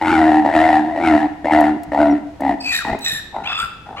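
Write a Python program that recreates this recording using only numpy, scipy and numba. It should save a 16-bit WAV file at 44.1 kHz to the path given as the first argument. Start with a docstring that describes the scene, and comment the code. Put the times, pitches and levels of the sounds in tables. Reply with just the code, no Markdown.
"""A zebra trots past in a walled, sandy enclosure, a little left of a stereo microphone pair.
It opens its bray with six deep grunts, slow flaps of the vocal folds rattling chest, mouth and throat.
From about 1.6 s grit ticks and hooves thud in the sand; a small bird chirps at 2.1 s. From 2.6 s three
high, rough squeals whistle from the throat, each giving way to a weaker grunt, and a last screech just
begins at 4 s. Throughout, the walls answer over a low rumble."""
import sys
import numpy as np
from scipy import signal
from scipy.fft import rfft, irfft, next_fast_len
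from scipy.io import wavfile
from scipy.ndimage import uniform_filter1d, map_coordinates
from numba import njit

SR = 44100
rng = np.random.default_rng(int(sys.argv[2]) if len(sys.argv) > 2 else 0)


def materialize(psi):
    """Save the field psi as 16-bit PCM at rate SR to the path in sys.argv[1].

    A 1-D psi becomes a single channel; in a 2-D psi each row is a channel.
    """
    bounded = np.clip(np.atleast_2d(psi).T, -1, 1)
    quanta = np.round(bounded * 32767).astype(np.int16)
    wavfile.write(sys.argv[1], SR, quanta)


N = 176400
T = np.arange(N) / SR

# Flap rate of the folds in the opening and the late grunts: time_s, pitch_hz
GRUNT_PITCH = [(.08, 86.86), (.21, 78.64), (.42, 76.45), (.58, 79.92), (.78, 75.54), (1.06, 81.4),
               (1.16, 75.73), (1.54, 75.94), (2.1, 73.4), (2.5, 68.06)]
LATE_GRUNT_PITCH = [(2.902, 60.96), (3.352, 51.55)]
def vocal_folds(ragged, settled_ms=.1, ragged_ms=.6, scatter_db=2):
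    """One pulse per flap, and the wavering pitch; ragged folds scatter in timing and strength."""
    pitch_hz = curves(list(GRUNT_PITCH) + list(LATE_GRUNT_PITCH))[0] * (1 + .019 * wobble(40))
    flaps = np.flatnonzero(np.diff(np.floor(np.cumsum(pitch_hz) / SR)))
    timing, strength = rng.standard_normal((len(flaps), 2)).T
    scatter_ms = settled_ms + ragged_ms * ragged[flaps]
    flaps = np.clip(flaps + (timing * scatter_ms * SR / 1000).astype(int), 0, N - 1)
    return np.bincount(flaps, amp(strength * (scatter_db + scatter_ms)), N), pitch_hz


def breath(pulses, leak, puff_s=.0017):
    """Each flap lets a rounded puff of air through, on top of a steady leak."""
    u = T[:SR // 20] / puff_s
    puffs = unit(signal.fftconvolve(pulses, u * np.exp(-u))[:N])
    return unit((puffs + leak) * rng.standard_normal(N))


# Loudness of the voice's bands, one list per grunt: time_s, mouth_db, chest_db, rasp_db
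OPENING_GRUNTS = [
    [(0, -19, -28, -33.5), (.1, -20.5, -17, -19.5), (.235, -14, -14, -25), (.39, -14.5, -14.5, -29),
     (.44, -23, -21, -38.5)],
    [(.447, -12, -17, -29.5), (.53, -22, -27, -29), (.56, -12, -15, -21.5), (.67, -13, -22, -24),
     (.77, -11.5, -18, -24.5), (.82, -23.5, -19, -37.5), (.958, -25.5, -29, -39)],
    [(.96, -20.5, -30, -34.5), (1.02, -21, -22, -31.5), (1.06, -19, -16.5, -21), (1.16, -13, -10.5, -27),
     (1.2, -24, -22.5, -28.5), (1.268, -18.5, -16, -36.5)],
    [(1.447, -20, -21, -30), (1.505, -16, -32, -32.5), (1.525, -15.5, -14.5, -20), (1.6, -9, -16.5, -26.5),
     (1.69, -21, -14, -29), (1.765, -50, -20, -57)],
    [(1.92, -20.5, -26.5, -30.5), (1.965, -16.5, -25, -34.5), (2.01, -12.5, -14.5, -25.5),
     (2.07, -16.5, -16, -32), (2.135, -24.5, -12.5, -40), (2.185, -62, -26, -41)],
    [(2.4, -25, -28, -42), (2.45, -19, -21, -33), (2.51, -15, -20, -29.5), (2.55, -30, -20.5, -39)],
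]
LATE_GRUNTS = [
    [(2.85, -27, -32.5, -31.5), (2.89, -21.5, -25, -30), (2.962, -25, -25.5, -38.5)],
    [(3.33, -36, -53, -62), (3.36, -22.5, -36, -40), (3.43, -32, -39, -44.5), (3.53, -34.5, -65, -28.5)],
    [(3.86, -40, -57, -45), (3.905, -33, -37, -48.5), (4, -38, -56, -52.5)],
]
# Resonances, one list per grunt: time_s, mouth_hz, rasp_hz, throat_over_rasp_db
VOWELS = [
    [(0, 864, 1970, -10), (.1, 879, 2133, 9.5), (.24, 685, 1980, -3), (.44, 788, 1820, -21.5)],
    [(.53, 685, 1810, -8.5), (.65, 692, 2007, -9.5), (.8, 778, 1730, -13)],
    [(.96, 647, 1839, -23), (1.04, 764, 2080, 3), (1.15, 676, 1880, -5), (1.22, 797, 1795, -17)],
    [(1.447, 570, 1830, -22.5), (1.51, 866, 2090, -17), (1.53, 692, 2064, -4.5), (1.6, 693, 1830, -8.5),
     (1.7, 767, 1840, -1.5)],
    [(1.92, 623, 1730, -11), (1.965, 780, 1930, -10), (2.0, 645, 1990, 10), (2.14, 706, 1880, -9)],
    [(2.4, 590, 1960, -5), (2.47, 818, 1990, -22), (2.51, 690, 1870, -19.5)],
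    [(2.85, 917, 1970, -10.5), (2.968, 605, 1930, -14)],
    [(3.33, 846, 2200, -2.5), (3.43, 808, 1810, 7.5)],
]
# Spectrum of the breath hiss: frequency_hz, gain_db
HISS_SPECTRUM = [(500, -1), (1200, 7), (2400, 2.5), (2800, 4.5), (3250, -4), (3700, -2), (6400, -16),
                 (8100, -13.5), (15000, -31)]
def grunts():
    """Slow flaps of the folds ring chest, mouth and throat; the opening grunts start ragged and settle."""
    calls = list(OPENING_GRUNTS) + list(LATE_GRUNTS)
    mouth_db, chest_db, rasp_db = curves(np.vstack(calls))
    mouth_hz, rasp_hz, throat_db = curves(np.vstack(VOWELS))
    rasp_hz = rasp_hz * (1 + .05 * wobble(45))
    age_s, = curves([row for c in calls for row in [(c[0][0], 0), (c[-1][0], c[-1][0] - c[0][0])]])
    late = T > LATE_GRUNTS[0][0][0]
    ragged = np.maximum(np.clip(1.5 - age_s / .08, 0, 1), late)
    pulses, pitch_hz = vocal_folds(ragged)
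    folds = unit(pulses) * np.where(late, .5, 1)  # the late grunts are airier
    voice = folds + .24 * breath(pulses, leak=.2)
    hoarse = folds + 1.1 * breath(pulses, leak=np.where(late, 1, .12))

    croak = amp(np.where(late, 4, -28)) * even(band(voice + hoarse, 180, 570))
    chest_hz = 301.5 * (pitch_hz / np.median(pitch_hz[~late])) ** .5  # sinks with the pitch
    chest = even(band(resonance(voice, chest_hz, width_hz=18.9), 181, 390) + croak)
    fundamental = even(band(voice, 60, 90, order=3))
    mouth_width_hz = 26.8 + 110 * ragged  # loose folds damp the mouth
    mouth = resonance(voice + ragged * hoarse, mouth_hz, mouth_width_hz)
    nose = amp(-11) * resonance(voice, hz=957, width_hz=123)
    mouth = even(band(mouth - nose, 524, 1090, order=3))
    ring_twice = lambda hz, width_hz: resonance(resonance(hoarse, hz, width_hz), hz, 2 * width_hz)
    throat = amp(throat_db) * ring_twice(hz=1445, width_hz=163)
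    rasp = even(ring_twice(rasp_hz, width_hz=164) + throat)
    hiss = unit(filtered(breath(pulses, leak=1), lambda hz: amp(along(HISS_SPECTRUM, hz))))
    sound = (amp(chest_db) * chest + amp(mouth_db) * mouth + amp(rasp_db) * rasp
             + amp((chest_db + rasp_db) / 2 - 15.5) * fundamental + amp(rasp_db - 7.5) * hiss)
    return sound * np.clip(sum(gate(c) for c in calls), 0, 1)


def squeal(rows, partials, jitter, blur_hz, whistle_blur_hz, air_db, air_hz):
    """A tight throat whistle under a second, shriller voice, both shaky and fluttering, in rushing air."""
    whistle_hz, whistle_db, pitch_hz, shrill_db, tilt_db = curves(rows)
    on = gate(rows) > 0
    shake = 1 + jitter * wobble(130)

    def tone(hz, stray_hz):
        shaky_hz = hz * shake + stray_hz * wobble(900)
        flutter = amp(3.6 * wobble(220))
        return np.sin(2 * np.pi * np.cumsum(shaky_hz[on]) / SR) * flutter[on]

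    gains = [amp(db + tilt_db[on] * np.log2(k)) for k, db in partials]
    shrill = sum(g * tone(k * pitch_hz, blur_hz * np.sqrt(k)) for g, (k, _) in zip(gains, partials))
    shrill = unit(shrill / np.linalg.norm(gains, axis=0))
    whistle = unit(tone(whistle_hz, whistle_blur_hz))
    voices = np.zeros(N)
    voices[on] = amp(whistle_db[on]) * whistle + amp(shrill_db[on]) * shrill
    air = noise(*air_hz, order=3) * np.hypot(amp(whistle_db), amp(shrill_db))
    roughness = amp(3.2 * wobble(240))
    return (voices + amp(air_db) * air) * gate(rows) * roughness


# The two voices of each high call:
# time_s, whistle_hz, whistle_db, shrill_pitch_hz, shrill_db, tilt_db_per_octave
WHINE = [(2.605, 2550, -47, 2750, -35, -6), (2.678, 2518, -20.5, 2563, -31.5, -1),
         (2.81, 2446, -34, 2380, -37, 11)]
FIRST_SQUEAL = [(2.70, 1990, -46, 1995, -48.5, 0), (2.725, 1931, -24, 1936, -28.5, 2),
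                (2.785, 1852, -27, 1877, -25, 0.92), (2.825, 1215, -27, 1720, -67, 0.24)]
SECOND_SQUEAL = [(3.01, 1912, -58, 2030, -40, 1), (3.048, 1890, -52, 1950, -21.5, -1),
                 (3.068, 1838, -24.5, 1890, -21.5, -5.5), (3.1, 1790, -32.5, 1855, -24.5, -0.5),
                 (3.186, 1758, -29, 1880, -33.5, 4.5), (3.197, 1700, -31, 1830, -50, 8)]
SCREECH = [(3.44, 950, -49, 1090, -37.5, 1), (3.475, 1060, -40, 1381, -23.5, -11),
           (3.55, 1253, -30.5, 1394, -26, -6.5), (3.61, 1340, -23, 1374, -31, 6.5),
           (3.662, 1395, -26.5, 1390, -45.5, 15), (3.68, 1370, -63, 1340, -58, 4)]
LAST_SCREECH = [(3.966, 1055, -33, 1095, -39.5, 0), (4.0, 1268, -34, 1266, -30.5, -9)]
# Overtones of the shrill voice: pitch_ratio, relative_db
WHINE_PARTIALS = [(1.749, 23), (2.998, 13), (4.5, 5.5)]
SQUEAL_PARTIALS = [(1.34, 1.5), (2, 15.5), (3, 2), (4, 5.5), (4.75, -13.5), (6, 2.5), (8, -4)]
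SCREECH_PARTIALS = [(1.91, -1), (2.5, 2), (3.57, -9), (5.12, -17), (6.09, -18), (8.6, -25)]
def squeals():
    """The throat's high calls: a whine running into a squeal, a second squeal, then lower screeches."""
    whine = squeal(WHINE, WHINE_PARTIALS, jitter=.014, blur_hz=150, whistle_blur_hz=70,
                   air_db=-15, air_hz=(1200, 6000))
    first = squeal(FIRST_SQUEAL, SQUEAL_PARTIALS, jitter=.018, blur_hz=70, whistle_blur_hz=80,
                   air_db=-9, air_hz=(1200, 6200))
    second = squeal(SECOND_SQUEAL, SQUEAL_PARTIALS, jitter=.016, blur_hz=70, whistle_blur_hz=40,
                    air_db=-13, air_hz=(1200, 5500))
    screeches = sum(squeal(rows, SCREECH_PARTIALS, jitter=.008, blur_hz=60, whistle_blur_hz=65,
                           air_db=-11, air_hz=(900, 3400)) for rows in (SCREECH, LAST_SCREECH))
    return whine + first + second + screeches


# Hoof falls and grit ticks on the enclosure floor: start_s, relative_db
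HOOF_FALLS = [(1.875, -24.5), (2.91, -22), (3.125, -27.5), (3.625, -27)]
GRIT_TICKS = [(1.6065, -33.5), (1.833, -39), (2.4062, -39.5), (2.9886, -37.5)]
def hooves():
    """Hooves land in the sand with dull thuds, and grit gives small, bright ticks."""
    thuds = blows(HOOF_FALLS, attack_s=.0074, t60_s=.089) * noise(33, 167)
    ticks = blows(GRIT_TICKS, attack_s=.001, t60_s=.03) * noise(2500, 14000, order=1)
    return amp(5) * thuds + amp(2.5) * ticks


# The bird's one call: start_s, level_db
CHIRPS = [(2.099, -45)]
def bird(start_hz=5936, fall_hz=453, length_s=.035):
    """A small bird's short, falling whistle, faint at the microphones."""
    out = np.zeros(N)
    for start_s, level_db in CHIRPS:
        progress = np.clip((T - start_s) / length_s, 0, 1)
        pitch_hz = start_hz - fall_hz * np.sqrt(progress)
        out += amp(level_db) * np.sin(np.pi * progress) * np.sin(2 * np.pi * np.cumsum(pitch_hz) / SR)
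    return out


# Decay of the echo between the walls: frequency_hz, t60_s
WALL_DECAY = [(100, 0.89), (300, 0.69), (3000, 0.81), (15000, 0.29)]
# Likeness of that echo at the two microphones: frequency_hz, correlation
WALL_LIKENESS = [(400, 0.69), (2500, 0.12)]
def enclosure(x, lead_ms, echo_db, build_s):
    """The direct sound, lead_ms earlier at the left microphone, plus the answer of the walls."""
    hz, t, spectra = signal.stft(rng.standard_normal((2, SR)), SR, nperseg=256)
    decay = amp(-60 * t / along(WALL_DECAY, hz)[:, None])
    tail = signal.istft(spectra * decay, SR, nperseg=256)[1]
    tail *= np.minimum(np.arange(tail.shape[1]) / (build_s * SR), 1)
    echo = signal.fftconvolve(x[None], tail / np.linalg.norm(tail[0]), axes=1)[:, :N]
    direct = filtered(x, lambda hz: np.exp(1j * np.pi * hz * lead_ms / 1000 * np.array([[1], [-1]])))
    return direct + amp(echo_db) * spread(echo, WALL_LIKENESS)


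# Spectrum of the background: frequency_hz, gain_db
RUMBLE_SPECTRUM = [(25, -2.5), (70, 7), (200, -0.5), (1800, -15.5), (7000, -29.5), (15000, -43)]
# Its likeness at the two microphones: frequency_hz, correlation
RUMBLE_LIKENESS = [(300, 0.91), (4000, 0.17)]
def rumble(level_db=-43.5):
    """The low, slightly wavering ambience of the place, centred in the bass and wide in the treble."""
    pair = filtered(rng.standard_normal((2, N)), lambda hz: amp(along(RUMBLE_SPECTRUM, hz)))
    return amp(level_db + .4 * wobble(27)) * unit(spread(pair, RUMBLE_LIKENESS))


def amp(db):
    """Gain of a level in dB."""
    return 10 ** (np.asarray(db) / 20)


def unit(x):
    """Scaled to rms 1."""
    return x / np.sqrt(np.mean(x ** 2) + 1e-20)


def even(x):
    """Held at rms 1 over a few pulses."""
    power = uniform_filter1d(uniform_filter1d(x * x, size=1200), size=1200)
    return x / np.sqrt(np.abs(power) + 1e-4 * np.mean(x * x))


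def along(points, hz):
    """Rows of frequency_hz, value, interpolated on a log axis."""
    knots_hz, values = np.transpose(points)
    return np.interp(np.log(hz + 1), np.log(knots_hz + 1), values)


def curves(rows):
    """One value per sample for each column after the time."""
    time_s, *columns = np.transpose(rows)
    return [np.interp(T, time_s, c) for c in columns]


def gate(rows, fade_s=.0039):
    """Open for the length of one call."""
    return np.clip(1 + np.minimum(T - rows[0][0], rows[-1][0] - T) / fade_s, 0, 1)


def blows(rows, attack_s, t60_s):
    """An envelope that rises and dies at each impact."""
    envelope = np.zeros(N)
    for start_s, level_db in rows:
        age_s = np.maximum(T - start_s, 0)
        envelope += amp(level_db - 60 * age_s / t60_s) * (1 - np.exp(-age_s / attack_s))
    return envelope


def wobble(rate):
    """A smooth random curve, rate knots a second."""
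    return map_coordinates(rng.standard_normal(int(N * rate / SR) + 4), [T * rate])


def filtered(x, response):
    """x shaped by a response of frequency."""
    size = next_fast_len(N + SR // 4)
    return irfft(rfft(x, size) * response(np.fft.rfftfreq(size, 1 / SR)), size)[..., :N]


def band(x, lo_hz, hi_hz, order=2):
    """Causal band-pass."""
    return signal.sosfilt(signal.butter(order, [lo_hz, hi_hz], 'band', fs=SR, output='sos'), x)


def noise(lo_hz, hi_hz, order=2):
    """A band of noise at rms 1."""
    return unit(band(rng.standard_normal(N), lo_hz, hi_hz, order))


@njit
def ring(x, pole):
    """One resonance whose pole may move."""
    y, z = np.zeros(len(x)), 0j
    for i in range(len(x)):
        z = z * pole[i] + x[i]
        y[i] = z.imag
    return y


def resonance(x, hz, width_hz):
    """x through a resonance, at even level."""
    return even(ring(x, np.exp(np.pi * (2j * hz - width_hz) / SR) * np.ones(N)))


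def spread(pair, likeness):
    """Two unrelated signals mixed to the given left-right likeness."""
    turn = lambda hz: np.arccos(np.clip(along(likeness, hz), -1, 1)) / 2
    mid, side = filtered(pair, lambda hz: np.array([np.cos(turn(hz)), np.sin(turn(hz))]))
    return np.array([mid + side, mid - side])


# The zebra's balance across the microphones: frequency_hz, left_minus_right_db
ZEBRA_BALANCE = [(300, 0), (1200, 3), (2300, 4.5), (4000, -2.5), (9000, 0)]
def scene():
    """From the microphones: the bray a little left, hooves and bird in the centre, rumble behind."""
    bray = (enclosure(grunts(), lead_ms=.028, echo_db=-11, build_s=.008)
            + enclosure(squeals(), lead_ms=.11, echo_db=-8.5, build_s=.0017))
    bray = filtered(bray, lambda hz: amp(along(ZEBRA_BALANCE, hz) * np.array([[.5], [-.5]])))
    return bray + rumble() + enclosure(hooves() + bird(), lead_ms=0, echo_db=-24, build_s=.043)


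def record(dry):
    """Peaks are rounded off at full scale; nothing is kept above the band limit."""
    top_hz = 15850
    rounded = dry / (1 + np.abs(dry) ** 8) ** (1 / 8)
    return filtered(rounded, lambda hz: hz < top_hz)


dry = scene()
out = record(dry)
materialize(out)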